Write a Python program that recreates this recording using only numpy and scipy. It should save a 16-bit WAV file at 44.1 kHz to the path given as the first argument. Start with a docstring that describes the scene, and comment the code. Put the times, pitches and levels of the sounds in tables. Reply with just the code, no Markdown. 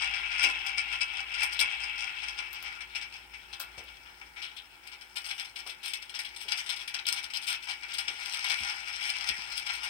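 """Indoors, close to a roast turning on a spit, its small gear motor on the left.
Gear ticks and jolts of the spit ring the sheet-metal housing and frame through banks of resonances;
slips of the fork add clicks through one broad ring, and bursting fat is coloured crackle.
The motor is a set of wavering tones, the table thumps are sinking tones with puffs of noise,
and shaped room noise lies behind."""
import sys
import numpy as np
from scipy import signal
from scipy.fft import rfft, irfft, next_fast_len
from scipy.io import wavfile
from scipy.ndimage import uniform_filter1d

SR = 44100
rng = np.random.default_rng(int(sys.argv[2]) if len(sys.argv) > 2 else 0)


def dump(signal):
    """Clip the signal to [-1, 1] and save it as 16-bit WAV at the path in sys.argv[1]."""
    limited = np.clip(np.atleast_2d(signal).T, -1, 1)
    pcm = np.round(limited * 32767).astype(np.int16)
    wavfile.write(sys.argv[1], SR, pcm)


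N = 436149

# Grinding under the load of the roast: start_s, low_ring_db, sharpness_db (high rings over low);
# gear levels are relative, ahead of the output trim
GRIND = [(0.0, -35, -12.5), (0.66, -38.5, -14), (1.62, -38, -11), (1.82, -39.5, -15.5), (2.26, -41.5, -11),
         (3.11, -54.5, -7), (3.8, -53.5, -9.5), (4.2, -59.5, -2.5), (4.96, -58, -7), (5.3, -63, 6.5),
         (5.65, -57, -7), (6.11, -55.5, -5.5), (6.6, -49.5, 0), (7.13, -61, -3), (7.68, -56.5, -2.5),
         (8.43, -40, -1), (8.84, -41.5, -3), (9.89, -42.5, -3)]
# Jolts of the spit, each a click and a clump of ticks: start_s, low_ring_db, sharpness_db, rise_s
JOLTS = [(0.012, -30.5, -4, 0.03), (0.136, -32.5, -9.5, 0.029), (0.312, -37.5, -9, 0.046),
         (0.376, -32, -5, 0.071), (0.428, -43, 10.5, .003), (0.4355, -22, 0, 0.0061),
         (0.488, -44, 5, 0.021), (0.646, -37, -11, 0.059), (0.663, -38.5, 5, 0.0026),
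         (0.775, -27.5, -3.5, 0.0089), (0.924, -39.5, 3, 0.0031), (1.007, -32, -1, 0.011),
         (1.17, -38, -4, 0.0026), (1.189, -34, -11, 0.008), (1.339, -36.5, -1, 0.0056),
         (1.385, -43, 0.5, 0.013), (1.4048, -33, -2, 0.0028), (1.418, -26, -8.5, 0.017),
         (1.43, -41, 9.5, 0.002), (1.522, -42.5, 4, 0.0062), (1.5916, -35.5, 7, 0.014),
         (1.61, -24, -4.5, 0.0021), (1.716, -46, 1, 0.0065), (1.803, -39.5, -3.5, 0.013),
         (1.8352, -35, -0.5, 0.0024), (1.98, -40.5, -1, 0.066), (2.218, -36.5, -6.5, 0.023),
         (2.281, -39, 1.5, 0.003), (2.378, -36.5, -5, 0.017), (2.529, -42.5, -7, 0.036),
         (2.64, -38.5, -9.5, 0.035), (2.723, -42, -6.5, 0.003), (2.807, -37.5, -5.5, 0.0033),
         (2.949, -35, -2.5, 0.018), (3.012, -40, -3.5, 0.02), (3.121, -47.5, -3.5, 0.045),
         (3.335, -44.5, -4.5, 0.012), (3.529, -38, -2, 0.004), (3.601, -48, 4.5, 0.011),
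         (3.778, -41.5, 0, 0.0027), (4.052, -47.5, -36, 0.025), (4.214, -39.5, -12.5, 0.0025),
         (4.361, -42.5, -10, 0.039), (4.417, -43, -1, 0.026), (4.564, -49.5, 3, 0.0024),
         (4.867, -53.5, 3.5, .006), (4.915, -46.5, -2.5, 0.02), (5.01, -52, 2, 0.0074),
         (5.156, -42.5, 2.5, 0.011), (5.164, -37.5, 3, 0.0053), (5.241, -43, -0.5, 0.011),
         (5.261, -42.5, 3, 0.0043), (5.287, -41.5, 2.5, 0.0051), (5.304, -36, -2, 0.0057),
         (5.379, -42.5, 0.5, 0.033), (5.447, -47, 2.5, 0.0045), (5.557, -42.5, 0, 0.013),
         (5.589, -43, 0, 0.0038), (5.664, -48, 4, 0.011), (5.694, -46, 3.5, 0.01),
         (5.83, -44.5, 3.5, 0.058), (5.87, -50, 2, 0.051), (5.934, -38, 3, .004),
         (6.02, -47.5, 1.5, 0.0052), (6.094, -47, 3, 0.0031), (6.14, -41, 0, 0.023), (6.19, -38, 3, .0032),
         (6.248, -43, 2, 0.0046), (6.362, -46.5, 3.5, 0.0034), (6.403, -49, 4.5, 0.031),
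         (6.482, -37.5, -0.5, 0.0032), (6.516, -32.5, -0.5, 0.012), (6.573, -41.5, 2.5, 0.025),
         (6.661, -41, 1, 0.014), (6.691, -34, 1.5, 0.013), (6.727, -38, -1.5, 0.006),
         (6.761, -42.5, 2.5, 0.0049), (6.79, -43, 0, 0.032), (6.876, -39.5, 2, 0.0045),
         (6.94, -37, -1, 0.0075), (6.986, -39.5, -5, 0.0038), (7.066, -35.5, 3, 0.025),
         (7.122, -37.5, 4, 0.0074), (7.158, -39.5, 0.5, 0.029), (7.228, -42.5, 0.5, 0.023),
         (7.3, -42, -1.5, 0.0045), (7.335, -38, 1, 0.036), (7.414, -43, 1, 0.029), (7.467, -37.5, 4, 0.039),
         (7.519, -38.5, 0.5, 0.028), (7.622, -47, 1.5, 0.019), (7.67, -39.5, -4, 0.0071),
         (7.685, -36, -1.5, 0.03), (7.822, -41, -8, 0.023), (7.882, -43, -2.5, 0.037),
         (7.934, -41.5, 4.5, 0.01), (7.983, -32.5, 3.5, 0.0022), (8.079, -30, -3, 0.0029),
         (8.18, -42, -1.5, 0.049), (8.254, -41, 2, 0.0068), (8.335, -37.5, 2.5, 0.0051),
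         (8.443, -35.5, 1, 0.011), (8.497, -29, -1, 0.01), (8.571, -48.5, 3.5, 0.042),
         (8.627, -43, -2, 0.0082), (8.686, -35, -3.5, 0.028), (8.766, -46, -12, 0.0043),
         (8.891, -40.5, -1.5, .0038), (8.936, -37.5, -3, 0.0042), (9.003, -42.5, 0.5, 0.046),
         (9.059, -42.5, 2, 0.024), (9.089, -37.5, 1, 0.013), (9.264, -35.5, -2, 0.023),
         (9.285, -32.5, -0.5, 0.005), (9.517, -39.5, 0.5, 0.0049), (9.556, -44, 2, 0.0095),
         (9.577, -42.5, 4.5, .006), (9.661, -36.5, -0.5, 0.012), (9.691, -33.5, -4, 0.013),
         (9.73, -42, 1.5, 0.024), (9.832, -43, 4, 0.015)]
# Housing and microphone colour: pitch_hz, relative_db (per Hz)
BODY_COLOUR = [(290, -33.5), (650, -21.5), (850, -8), (1150, -13.5), (1400, -7.5), (1900, -4.5), (2250, -3),
               (3400, -6), (4600, -22.5), (5150, -6.5), (6930, -33.5), (8500, -15), (10900, -45.5),
               (12800, -37.5), (15800, -44)]
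# Resonant modes of the metal, one entry a mode: pitch_hz
MODE_HZ = [795, 860, 1013, 1399, 1706, 2047, 2180, 2295, 2436, 2597, 2752, 2817, 2915, 3070, 3150, 3310,
           4180, 4600, 4830, 6200]
# The same modes, one row each: width_hz, gearbox_db, mount_db (both over the body colour)
MODES = [(23.8, 13, 5), (27, -3, 4), (28.2, 13.5, -3), (37, 15, 12), (17.7, 3, -2), (27.2, 0, 0),
         (42.6, 13.5, 11), (51, 16.5, 9), (17.9, 10, -5), (26, 19.5, 7), (21.7, 15, -15), (13.7, -16, -1),
         (24.6, 10.5, 4.5), (27.4, -4, -25), (29.2, 11, 2.5), (40, 13.5, 2), (70.4, -23, 14), (400, -24, 4),
         (56, 6, 10.5), (1220, -7, 5)]
# Edges between low, middle, high and topmost rings: edge_hz
RING_EDGES = (2900, 4500, 10500)
# Slips of the fork on the rod: start_s, level_db, rise_s, t60_s, ring_hz
SLIPS = [(1.591, -25.5, 0.003, 0.042, 3420), (3.527, -46, 0.0091, 0.08, 3700),
         (3.876, -47, 0.0079, 0.063, 2840), (4.418, -46, 0.028, 0.3, 3130),
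         (4.568, -46.5, 0.016, 0.13, 3220), (5.693, -39.5, 0.0066, 0.07, 3280),
         (6.575, -47, 0.035, 0.065, 5700), (6.987, -41, 0.0045, 0.044, 3340), (7.051, -38, .004, .05, 3230)]
# Fat spitting: start_s, peak_db (before colouring), t60_s
SPITS = [(2.531, -43, 0.052), (2.626, -43, 0.071), (3.5976, -37, 0.13), (3.603, -41, .025),
         (3.611, -45, .05), (3.627, -45, 0.041), (3.84, -49, .03), (4.036, -58, 0.035)]
# Colour of the spitting fat: pitch_hz, relative_db (per Hz)
SPIT_COLOUR = [(290, -30), (500, -11), (1340, 1), (2500, -13), (4500, -1.5), (6450, -11), (10000, -11.5),
               (12900, 5), (15800, -1)]
# Table thumps: start_s, peak_db (of the swing), pitch_hz (settled), t60_s, puff_db (over the swing), puff_top_hz
THUMPS = [(0.44, -53, 300, 0.45, 1, 730), (1.599, -58, 60.4, 0.45, -1, 510),
          (3.775, -53, 65, 0.33, -0.5, 900), (5.662, -66.5, 400, 0.22, 14, 1300),
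          (6.449, -68, 400, 0.19, 6.5, 800), (8.077, -63.5, 457, 0.36, 2, 720),
          (8.605, -49.5, 63, 0.13, -11, 300), (9.3, -48.5, 60, 0.084, -9, 398),
          (9.375, -67, 195, 0.06, 5, 300)]
# Motor hum before placement: start_s, level_db
HUM = [(0.0, -57), (3.14, -65), (4.16, -62.5), (4.85, -71), (9.89, -67)]
# Fainter motor tones before placement: pitch_hz, level_db
WHINES = [(120, -85), (290.7, -87.5), (360.7, -76.5)]
# Room noise colour: pitch_hz, relative_db (per Hz)
AIR_COLOUR = [(15, -28), (25, 6.5), (211, -2), (352, -0.5), (654, -5), (857, 8.5), (1150, -5.5),
              (1390, 5.5), (3220, -15), (6850, -15.5), (9210, -5.5), (10800, -24), (15800, -7.5)]
# Full lean between the sides by pitch, mostly left: pitch_hz, left_over_right_db
LEAN = [(60, 35), (120, -32.5), (240, 3), (480, -1), (950, 7), (1890, 5), (3770, 12.5), (7520, 9),
        (15000, -2)]
# Room tail: pitch_hz, t60_s
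DECAY = [(500, 0.31), (2000, 0.35), (5000, 0.099), (10000, 0.1), (15000, 0.043)]

GRIND_MIDDLE_DB = -3.5  # middle rings over low
LUMPS_DB, LUMP_S = 2., 0.033  # small random jolts make the grinding lumpy
# every jolt and slip starts suddenly at a share of full power, grows, then dies
START_S, START_SHARE, GROWTH = 0.00055, 0.57, 0.8  # growth is the power share added per rise time
JOLT_T60_S = 0.11
MIDDLE_PER_DB, MIDDLE_DB = 1, 2  # a sharper jolt also wakes the middle rings
TOP_PER_DB, TOP_DB = 2.5, -6  # the topmost rings answer only to sharp contact
CLICK_DB, CLICK_RISE_S = 9, .004  # first clean click over the clump; jolts rising slower click less
KICKS_PER_S, KICK_JITTER = 88, .2  # gear teeth knock nearly evenly; jitter is a share of the gap
KNOCK_BOOST = 1.27  # gain: in the gearbox the knocks stand out over the grinding
PATCH_DB, PATCH_HZ, PATCH_S = 1.2, 700., .03  # the contact wanders, shifting the ring colour in patches
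EDGE_HZ = 15850  # top of the band
WANDER_RAD = 2.5  # rms drift of the right ear's phase at EDGE_HZ, in proportion below
SLIP_CLICK_DB, SLIP_WIDTH_HZ = 5., 1700.  # first click over the ticks; width of the ring
SPIT_POP_DB = 19.  # opening burst of each spit over its crackle
SIZZLE_DB = -74.5  # faint steady crackle of the fat, before colouring
ROAST_LEAN = 0.78  # share of the lean: the roast sits nearer the middle than the motor
SINK_HZ, SINK_S = 143, 0.0053  # each thump starts this much higher and sinks to its pitch
THUMP_RISE_S, THUMP_HOLD_S = 0.0027, 0.018  # the decay waits for the hold
HUM_HZ, HUM_WANDER_HZ = 56, 7
RUMBLE_HZ, RUMBLE_PER_DB = 300., .5  # the bass of the room noise rises and falls with the hum
AIR_DB = -58  # reference level of the room noise


def gears():
    """Ticks follow grinding and jolts; where the contact falls decides which rings of the metal answer."""
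    power, blows = gear_drive()
    t = np.arange(N) / SR
    s, _, sharp_db = np.transpose(GRIND)
    # sharp grinding comes from the spit mount
    mount = np.clip((np.interp(t, s, sharp_db) + 14.5) / 10.6, .08, .92)
    gearbox = metal(1, power, blows, 1 - mount)
    heard = room(gearbox, wet_db=[[-7.], [-4.]], count=18)
    heard = heard + room(metal(2, power, blows, mount), wet_db=[[-7.], [-4.]], count=11)
    return amp(-3.0) * patchy(heard)


def shares(middle_db, sharp_db):
    """Levels in dB of the low, middle, high and topmost rings over the low ones."""
    return 0, middle_db, sharp_db, TOP_PER_DB * sharp_db + TOP_DB


def gear_drive():
    """Tick power and single clicks for each ring band: lumpy grinding with jolts on top."""
    s, low_db, sharp_db = np.transpose(GRIND)
    t = np.arange(N) / SR
    width = max(round(LUMP_S * SR), 2)
    lumps = uniform_filter1d(uniform_filter1d(rng.standard_normal(N), width), width)
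    lumps = LUMPS_DB * evened(lumps)
    power = np.array([amp(2 * (np.interp(t, s, low_db + over_db) + lumps))
                      for over_db in shares(GRIND_MIDDLE_DB, sharp_db)])
    blows = np.zeros((4, N))
    for at, db, sharp, rise in JOLTS:
        low = clump(db, rise, JOLT_T60_S)
        click_share = min(CLICK_RISE_S / rise, 1) ** 2
        for k, over_db in enumerate(shares(MIDDLE_PER_DB * sharp + MIDDLE_DB, sharp)):
            add(power[k], at, low * amp(2 * over_db))
            add(blows[k], at, amp([db + over_db + CLICK_DB]) * click_share)
    return power, blows


def metal(place, power, blows, share):
    """Ticks and clicks ring the modes as heard from the gearbox (place 1) or the spit mount (place 2)."""
    hz = np.fft.rfftfreq(16384, 1 / SR)
    below = [1 / (1 + (hz / edge) ** 12) for edge in RING_EDGES]
    bands = np.diff([0 * hz, *below, 1 + 0 * hz], axis=0)
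    modes = sum(amp(2 * row[place]) / (1 + (2 * (hz - f) / row[0]) ** 2)
                for f, row in zip(MODE_HZ, MODES))
    responses = [causal(amp(read(BODY_COLOUR, hz)) * np.sqrt((1 + modes) * band)) for band in bands]
    dense = ticks(per_s=900., spread_db=1.0, hiss=0.93)
    if place == 1:
        sparse = KNOCK_BOOST * kicks(spread_db=3.5)
        responses[3] *= amp(-15.)  # the closed gearbox muffles its topmost rings
    else:
        sparse = ticks(per_s=120., spread_db=5.5, hiss=0.19)
    ring = 0
    hardness = (0.39, 0.43, 1.18, 1.2)  # hard knocks favour high rings
    for response, p, blow, hard in zip(responses, power, blows, hardness):
        uneven = ticks(per_s=900., spread_db=6.0, hiss=0.28)
        stream = evened(dense + hard * sparse + 0.89 * uneven)
        drive = (stream * np.sqrt(p) + blow) * np.sqrt(share)
        ring = ring + signal.oaconvolve(drive, response)[:N]
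    return ring


def kicks(spread_db):
    """Nearly regular knocks of the gear teeth, uneven in size."""
    jitter, size = rng.standard_normal((round(N / SR * KICKS_PER_S), 2)).T
    at = (np.arange(len(size)) + KICK_JITTER * jitter) * SR / KICKS_PER_S
    out = np.zeros(N)
    out[np.clip(at.astype(int), 0, N - 1)] = amp(spread_db * size)
    return evened(out)


def clump(db, rise, t60):
    """Power of a clump of ticks: sudden start, growth, decay."""
    u = np.arange(SR // 4) / SR
    swell = np.minimum(u / START_S, 1) * np.minimum(START_SHARE + GROWTH * u / rise, 1)
    return swell * amp(2 * (db - 60 * np.maximum(u - rise, 0) / t60))


def patchy(x):
    """Random patches of time and pitch grow louder or softer, and the right ear's phase drifts."""
    hz, t, z = signal.stft(x, SR, nperseg=256, noverlap=192)
    field = rng.standard_normal((len(t), len(hz), 2))
    for axis, size in enumerate((round(PATCH_S * SR / 64), round(PATCH_HZ * 256 / SR))):
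        field = uniform_filter1d(uniform_filter1d(field, size=size, axis=axis), size=size, axis=axis)
    loud, drift = evened(field).T
    turn = np.exp(1j * WANDER_RAD * drift * (hz / EDGE_HZ)[:, None])
    z = z * evened(amp(PATCH_DB * loud)) * [1 + 0 * turn, turn]
    return signal.istft(z, SR, nperseg=256, noverlap=192)[1][:, :N]


def slips():
    """The fork slips on the rod: a click and a clump of ticks through one broad ring."""
    out, hz = np.zeros(N), np.fft.rfftfreq(1024, 1 / SR)
    scrape = ticks(per_s=920.0, spread_db=1.0, hiss=0.3)
    for at, db, rise, t60, ring_hz in SLIPS:
        level = np.sqrt(clump(db, rise, t60))
        drive = level * scrape[round(at * SR):][:len(level)]
        drive[0] = amp(db + SLIP_CLICK_DB)
        skirts = (hz / ring_hz) ** 2 / (1 + (hz / ring_hz) ** 4)
        peak = 1 / (1 + (2 * (hz - ring_hz) / SLIP_WIDTH_HZ) ** 2)
        add(out, at, np.convolve(drive, causal(skirts * peak)[:256]))
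    return room(out, wet_db=[[-7.], [-4.]], count=11)


def spits():
    """Bursting fat: a pop opens each bright puff of fine crackle, over a faint steady sizzle."""
    level, pops, u = np.zeros(N), np.zeros(N), np.arange(SR // 3) / SR
    for at, db, t60 in SPITS:
        add(level, at, amp(db - 60 * u / t60))
        add(pops, at, amp([db + SPIT_POP_DB]))
    colour = causal(amp(read(SPIT_COLOUR, np.fft.rfftfreq(2048, 1 / SR))))
    crackle = (level + amp(SIZZLE_DB)) * ticks(per_s=240.0, spread_db=2.5, hiss=0.47)
    return signal.oaconvolve(pops + crackle, colour)[:N]


def motor():
    """The hum rises and falls along its own level curve; fainter tones waver above it."""
    s, db = np.transpose(HUM)
    hum = amp(np.interp(np.arange(N) / SR, s, db)) * wavering(HUM_HZ, HUM_WANDER_HZ)
    return hum + sum(amp(db) * wavering(hz, wander_hz=4.7) for hz, db in WHINES)


def wavering(hz, wander_hz):
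    """A tone whose size and phase wander slowly around a steady core."""
    slow = signal.butter(2, wander_hz, fs=SR, output="sos")
    a, b = signal.sosfilt(slow, rng.standard_normal((2, N)))
    core = np.exp(2j * np.pi * hz * np.arange(N) / SR)
    return evened((core * (1 + 0.33 * (evened(a) + 1j * evened(b)))).real)


def thumps():
    """The table swings dully, sinking in pitch, with a woody puff of band-passed noise."""
    out, u = np.zeros(N), np.arange(SR // 3) / SR
    noise = rng.standard_normal((len(THUMPS), len(u)))
    for (at, db, hz, t60, puff_db, top_hz), puff in zip(THUMPS, noise):
        band = signal.butter(2, [top_hz / 3.0, top_hz], "band", fs=SR, output="sos")
        puff = evened(signal.sosfilt(band, puff))
        swing = np.sin(2 * np.pi * np.cumsum(hz + SINK_HZ * np.exp(-u / SINK_S)) / SR)
        fall = amp(db - 60 * np.maximum(u - THUMP_HOLD_S, 0) / t60)
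        add(out, at, fall * np.minimum(u / THUMP_RISE_S, 1) * (swing + amp(puff_db) * puff))
    return out


def air():
    """Room noise, partly shared in the bass and separate in the treble; its bass moves with the hum."""
    size = next_fast_len(N, True)
    hz = np.fft.rfftfreq(size, 1 / SR)
    left, other = rfft(rng.standard_normal((2, size)))
    same = 0.57 / (1 + hz / 900)
    z = np.array([left, same * left + np.sqrt(1 - same ** 2) * other]) * amp(read(AIR_COLOUR, hz))
    bass = 1 / (1 + (hz / RUMBLE_HZ) ** 2)
    s, db = np.transpose(HUM)
    swell = amp(RUMBLE_PER_DB * np.interp(np.arange(N) / SR, s, db - db.mean()))
    rumble = swell * irfft(z * bass, size)[:, :N]
    return amp(AIR_DB) * evened(rumble + irfft(z * (1 - bass), size)[:, :N])


def room(x, wet_db, count, lean_share=1):
    """Direct sound, softer and count samples later on the right, a tail of its own each side, then the lean."""
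    hz, t, z = signal.stft(rng.standard_normal((2, SR // 2)), SR, nperseg=128)
    taps = signal.istft(z * amp(-60 * t / read(DECAY, hz)[:, None]), SR, nperseg=128)[1]
    taps *= amp(wet_db) / np.linalg.norm(taps, axis=1, keepdims=True)
    taps[:, :40] = 0  # the tail waits for the direct sound
    taps[0, 0], taps[1, count] = 1, .6
    lean = lean_share * read(LEAN, np.fft.rfftfreq(1024, 1 / SR)) / 2
    sides = np.array([np.fft.fftshift(irfft(amp(lean))), np.fft.fftshift(irfft(amp(-lean)))])
    heard = signal.fftconvolve(x[None], taps, axes=1)[:, :N]
    return signal.oaconvolve(heard, sides, "same", axes=1)


def ticks(per_s, spread_db, hiss):
    """Random clicks of uneven size over scraping noise."""
    size = amp(spread_db * np.minimum(rng.exponential(1, N), 3.)) * (rng.random(N) < per_s / SR)
    clicks = evened(size * rng.choice([-1., 1.], N))
    return evened(clicks + hiss * rng.standard_normal(N))


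def causal(gain):
    """Minimum-phase impulse response of energy 1 for a gain given from 0 Hz to SR / 2."""
    log = np.log(np.maximum(np.r_[gain, gain[-2:0:-1]], 1e-5))
    response = np.fft.ifft(np.exp(np.conj(signal.hilbert(log)))).real[:len(gain)]
    return response / np.linalg.norm(response)


def amp(db):
    """Gain of a level in dB."""
    return 10 ** (np.asarray(db) / 20)


def evened(x):
    """Scaled to rms 1."""
    return x / np.sqrt(np.mean(x ** 2) + 1e-20)


def read(points, hz):
    """A table of (Hz, value) read on a log-frequency axis."""
    f, value = np.transpose(points)
    return np.interp(np.log(hz + 1), np.log(f + 1), value)


def add(mix, s, sound):
    """Adds a sound into the mix at second s."""
    part = mix[round(s * SR):][:len(sound)]
    part += sound[:len(part)]


def scene():
    """Metal and fat in the room, motor and table through the tabletop, room noise."""
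    fat = room(spits(), wet_db=[[-4.], [-3.]], count=5, lean_share=ROAST_LEAN)
    near = gears() + slips() + fat
    tabletop = (motor() + thumps()) * amp([[.7], [-.7]])  # dB gains, left and right, in the same polarity
    return near + tabletop + air()


def record(dry):
    """The microphone drops the deepest bass; then the band limit."""
    thin = signal.sosfilt(signal.butter(2, 42., "high", fs=SR, output="sos"), dry)
    return signal.oaconvolve(thin, signal.firwin(511, EDGE_HZ, window=("kaiser", 9), fs=SR)[None], "same")


dry = scene()
out = record(dry)
dump(out)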